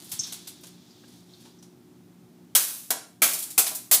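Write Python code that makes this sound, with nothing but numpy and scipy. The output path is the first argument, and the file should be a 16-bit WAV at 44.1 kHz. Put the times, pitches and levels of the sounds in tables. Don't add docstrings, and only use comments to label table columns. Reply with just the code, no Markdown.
import sys
import numpy as np
from scipy import signal
from scipy.fft import rfft, irfft
from scipy.io import wavfile
from scipy.ndimage import uniform_filter1d, map_coordinates

SR = 44100
rng = np.random.default_rng(int(sys.argv[2]) if len(sys.argv) > 2 else 0)


def bounce(signal):
    frames = np.transpose(np.atleast_2d(signal))
    limited = np.clip(frames, -1, 1)
    pcm = np.round(limited * 32767).astype(np.int16)
    wavfile.write(sys.argv[1], SR, pcm)


N = 176400
DENSE_PER_S = 13000
CLICK_HOLD_S, RING_HOLD_S = 0.0067, 0.008


def amp(db):
    return 10 ** (np.asarray(db) / 20)


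def unit(x):
    return x / np.sqrt(np.mean(np.abs(x) ** 2) + 1e-20)


def along(points, hz):
    point_hz, values = np.transpose(points)
    return np.interp(np.log(hz + 1), np.log(point_hz + 1), values)


def fader(points):
    return amp(np.interp(np.arange(N) / SR, *np.transpose(points)))


def add(track, start, sound):
    part = track[round(start * SR):][:len(sound)]
    part += sound[:len(part)]


def colour(x, curve, tilt_db=0):
    size = 2 * len(x)
    hz = np.fft.rfftfreq(size, 1 / SR)
    eq_db = along(curve, hz) + tilt_db * np.log2(np.maximum(hz, 1000) / 1000)
    cepstrum = irfft(np.log(amp(eq_db)))
    cepstrum[1:size // 2] *= 2
    cepstrum[size // 2 + 1:] = 0
    return irfft(rfft(x, size) * unit(np.exp(rfft(cepstrum))))[:len(x)]


def resonate(x, body):
    hz = np.fft.rfftfreq(2 * len(x), 1 / SR)
    response = sum((-1) ** k * amp(db) * 1j * hz * width / (centre ** 2 - hz ** 2 + 1j * hz * width)
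                   for k, (centre, width, db) in enumerate(body))
    return irfft(rfft(x, 2 * len(x)) * unit(response))[:len(x)]


def contacts(per_s, size, spread_db=2):
    hits = rng.random(size) < per_s / SR
    polarity = rng.choice([-1, 1], size)
    strength = amp(spread_db * np.clip(rng.standard_normal(size), -2, 2))
    return unit(hits * polarity * strength)


def burst(per_s, hold_s, t60, attack_s=0.00043):
    t = np.arange(SR) / SR
    decay = amp(-60 * np.maximum(t - hold_s, 0) / t60)
    return contacts(per_s, SR) * (1 - np.exp(-t / attack_s)) * decay


def modes(body, t60, detune=0.028, spread_db=1, attack_s=0.0009):
    t = np.arange(SR // 2) / SR
    tones = np.zeros(len(t))
    for hz, db in body:
        gain = amp(db + spread_db * rng.standard_normal())
        pitch = hz * (1 + detune * rng.uniform(-1.04, 1))
        tones += gain * np.sin(2 * np.pi * (pitch * t + rng.random()))
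    return tones * (1 - np.exp(-t / attack_s)) * amp(-60 * t / t60)


# frequency in Hz, seconds to fall 60 dB.
ROOM_DECAY = [(150, 0.67), (800, 0.43), (2000, 0.44), (5500, 0.39), (10000, 0.33), (15000, 0.12)]
def room(x, wet_db=-8, build_s=0.0027):
    hz, t, noise = signal.stft(rng.standard_normal(SR * 3 // 4), SR, nperseg=256)
    envelope = amp(-60 * t / along(ROOM_DECAY, hz)[:, None]) * (1 - np.exp(-t / build_s))
    tail = signal.istft(noise * envelope, SR, nperseg=256)[1]
    return x + amp(wet_db) * signal.fftconvolve(x, tail / np.linalg.norm(tail))[:len(x)]


# pitch in Hz, level in dB.
HUM_PARTIALS = [(118.4, -70), (177.6, -60), (242.2, -63), (296.1, -64.5), (360.7, -64)]
def appliance_hum(waver=0.3, wavers_per_s=6.73):
    out, t = np.zeros(N), np.arange(N) / SR
    for hz, db in HUM_PARTIALS:
        wobble = map_coordinates(rng.standard_normal(200), [t * wavers_per_s], mode="wrap")
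        tone = np.sqrt(2) * np.sin(2 * np.pi * (hz * t + rng.random()))
        out += amp(db) * (1 + waver * wobble) * tone
    return out


# frequency in Hz, gain in dB.
AIR_EQ = [(25, -28), (107, -10), (139, -7), (171, -8.5), (240, -8), (280, -10.5), (364, -10.5),
          (485, -24.5), (837, -23), (953, -27.5), (1830, -33), (2840, -35.5), (15000, -39.5)]
def room_air(level_db=-55.5):
    return amp(level_db) * colour(rng.standard_normal(N), AIR_EQ)


# frequency in Hz, gain in dB.
HISS_EQ = [(500, -17.5), (2000, -13), (2900, -9.5), (3400, -0.5), (5200, -3.5), (7000, -8), (10000, -16.5),
           (15500, -17)]
# time in seconds, level in dB.
HISS_FADER = [(0, -58.5), (.2, -46.5), (.25, -43.5), (.45, -54.5), (.8, -61), (1.16, -59), (1.26, -67),
              (1.32, -60.5), (1.48, -58.5), (1.56, -66), (1.76, -76)]
def hiss():
    return fader(HISS_FADER) * colour(rng.standard_normal(N), HISS_EQ)


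# frequency in Hz, gain in dB.
BEAD_EQ = [(100, -38), (700, -6), (1300, -10), (2700, -8), (3700, -2.5), (6000, -3.5), (10000, -2),
           (15500, -11)]
# time in seconds, level in dB.
STIR_FADER = [(0, -46), (.08, -56), (.3, -55.5), (.45, -59), (.6, -88), (.67, -49), (.8, -97), (1.15, -62),
              (1.25, -71), (1.47, -71), (1.75, -103)]
def stirring(contacts_per_s=750):
    return fader(STIR_FADER) * colour(contacts(contacts_per_s, N), BEAD_EQ)


# start in seconds, level in dB, brightness in dB per octave.
BEAD_DROPS = [(0.042, -45, 9), (0.092, -42, 10), (0.116, -30.5, 3.5), (0.125, -36, 0.5),
              (.267, -43.5, -0.5), (0.322, -34.5, 1), (0.472, -37, 2), (0.608, -48, 18), (0.634, -45.5, -1),
              (1.08, -58, 1), (1.405, -56, 0), (1.452, -54, -4.5), (1.625, -54.5, -0.5), (3.333, -22.5, 6),
              (3.388, -24, 9.5), (3.424, -26.5, 6), (3.504, -33.5, 4.5), (3.665, -24.5, 0),
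              (3.671, -23.5, 11), (3.749, -24.5, 7.5)]
def bead_clicks():
    out = np.zeros(N)
    for start, db, tilt_db in BEAD_DROPS:
        flurry = burst(per_s=4000, hold_s=CLICK_HOLD_S, t60=0.14)[:SR // 10]
        add(out, start, amp(db) * colour(flurry, BEAD_EQ, tilt_db))
    return out


# start in seconds, level in dB.
TABLE_BUMPS = [(0.134, -36.5), (0.191, -36.5)]
def table_bumps(hz=110, decay_s=0.0073):
    out, t = np.zeros(N), np.arange(SR // 8) / SR
    for start, db in TABLE_BUMPS:
        add(out, start, amp(db) * np.sin(2 * np.pi * hz * t) * np.exp(-t / decay_s))
    return out


# start in seconds, level in dB, pitch in Hz.
CHINK_CUES = [(.191, -26, 6280), (.232, -35, 5560), (0.237, -42, 3960), (0.906, -58, 5200),
              (1.29, -60, 3730), (1.335, -55, 4200), (1.586, -61, 6000), (1.624, -55.5, 5830)]
# ratio to the pitch, width in Hz, gain in dB.
CHINK_RESONANCES = [(0.845, 330, 9), (1, 520, 12), (1.39, 700, -2)]
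def bead_chinks():
    out = np.zeros(N)
    for start, db, hz in CHINK_CUES:
        body = [(ratio * hz, width, gain_db) for ratio, width, gain_db in CHINK_RESONANCES]
        flurry = burst(DENSE_PER_S, CLICK_HOLD_S, t60=0.075)[:SR // 4]
        add(out, start, amp(db) * resonate(flurry, body))
    return out


# pitch in Hz, width in Hz, gain in dB.
TICK_RESONANCES = [(550, 120, -5), (1610, 120, 1), (2880, 100, -9)]
def dry_tick(start=1.036, level_db=-55.5):
    out = np.zeros(N)
    flurry = burst(DENSE_PER_S, RING_HOLD_S, t60=0.016)[:SR // 10]
    add(out, start, amp(level_db) * resonate(flurry, TICK_RESONANCES))
    return out


def shimmer(mode_strengths, t60=0.68):
    phases = np.exp(2j * np.pi * rng.random(len(mode_strengths)))
    tones = unit(irfft(mode_strengths * phases, SR))
    return tones * amp(-60 * np.arange(SR) / SR / t60)


# start in seconds, spray level in dB, hold in seconds, brightness in
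# dB per octave, ring level in dB, clack pitch in Hz, clack level in dB, settling level in dB.
BLOWS = [(2.5506, -7, 0.015, 1.5, -21, 3120, -15.5, -16), (2.9049, -12, 0.0015, -0.3, -45, 1473, -25, -47),
         (3.2188, -12.5, 0.024, 0.9, -18, 2345, -14.5, -19.5),
         (3.5783, -9.5, 0.016, 1.64, -28.5, 2505, -16, -25),
         (3.9121, -12, 0.036, 2.15, -28.5, 2030, -23.5, -48.5)]
# frequency in Hz, gain in dB.
SPRAY_EQ = [(40, -56), (300, -14.5), (900, -7.5), (2000, -10.5), (4000, -5.5), (6000, -4), (9000, 0),
            (12000, -0.5), (15000, -2), (17000, -19.5)]
# pitch in Hz, width in Hz, gain in dB.
STEEL_RESONANCES = [(1109, 21, -4), (1313, 36, -4), (1473, 30, -3), (1597, 27, 0.5), (1650, 30, -6),
                    (1790, 160, -6.5), (1954, 380, -5), (2350, 360, -2.5), (2980, 150, -6.5),
                    (3250, 470, -6.5)]
# ratio to the clack pitch, gain in dB.
CLACK_CLUSTER = [(1, -3), (.955, -5.5), (1.06, -6)]
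def crashes(rattle_db=-2, shimmer_db=-6.5, modes_per_hz=0.04):
    out = np.zeros(N)
    high_modes = contacts(modes_per_hz * SR, SR // 2 + 1)
    for start, spray_db, hold_s, tilt_db, ring_db, clack_hz, clack_db, settle_db in BLOWS:
        spray = amp(spray_db) * colour(burst(DENSE_PER_S, hold_s, t60=0.092), SPRAY_EQ, tilt_db)
        rattle = amp(rattle_db) * burst(per_s=2500, hold_s=hold_s, t60=0.65)
        tail = rattle + amp(shimmer_db) * shimmer(high_modes)
        settle = amp(settle_db) * colour(tail, SPRAY_EQ, tilt_db)
        ring = amp(ring_db) * resonate(burst(DENSE_PER_S, RING_HOLD_S, t60=0.12), STEEL_RESONANCES)
        cluster = [(ratio * clack_hz, gain_db) for ratio, gain_db in CLACK_CLUSTER]
        clack = amp(clack_db) * modes(cluster, t60=0.05)
        add(out, start, room(spray) + room(settle + ring))
        add(out, start, room(clack))
    return out


# start in seconds, level in dB, favoured pitch in Hz.
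KNOCK_CUES = [(2.551, -32, 516), (2.904, -29, 735), (2.94, -39.5, 700), (2.966, -46, 950),
              (3.219, -28, 694), (3.255, -34, 330), (3.578, -31, 720), (3.715, -41.5, 950),
              (3.913, -37.5, 733), (3.935, -39, 760)]
# pitch in Hz, gain in dB.
BOWL_MODES = [(190, -14.5), (242, -7), (325, -7.5), (430, -5.5), (540, -10.5), (635, -0.5), (700, -3.5),
              (762, -2), (985, -4), (1130, -4), (1340, -3.5), (1650, -6)]
def bowl_knocks(favour_db=5.5, favour_octaves=0.22):
    out = np.zeros(N)
    hz, gain_db = np.transpose(BOWL_MODES)
    for start, db, favoured_hz in KNOCK_CUES:
        boost_db = favour_db * np.exp(-(np.log2(hz / favoured_hz) / favour_octaves) ** 2)
        knock = amp(db) * modes(zip(hz, gain_db + boost_db), t60=0.11)
        add(out, start, room(knock))
    return out


def scene():
    blows = crashes() + bowl_knocks()
    handling = room(stirring() + bead_clicks() + bead_chinks()) + dry_tick() + table_bumps()
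    bed = appliance_hum() + room_air() + hiss()
    return (blows + handling + bed)[None]


def record(dry, threshold_db=-12, recover_db_per_s=4, ceiling=0.54, low_cut_hz=96, top_hz=15500):
    loud_db = 10 * np.log10(np.abs(uniform_filter1d(dry ** 2, size=300)) + 1e-12)
    over_db = np.maximum(loud_db - threshold_db, 0)
    recovery_db = recover_db_per_s * np.arange(N) / SR
    duck_db = np.maximum.accumulate(over_db + recovery_db, axis=1) - recovery_db
    ducked = dry * amp(-duck_db)
    rounded = ducked / (1 + (ducked / ceiling) ** 4) ** .25
    low_cut = signal.butter(3, low_cut_hz, 'highpass', fs=SR, output='sos')
    high_cut = signal.ellip(10, .3, 70, top_hz, fs=SR, output='sos')
    return signal.sosfilt(high_cut, signal.sosfilt(low_cut, rounded))


dry = scene()
out = record(dry)
bounce(out)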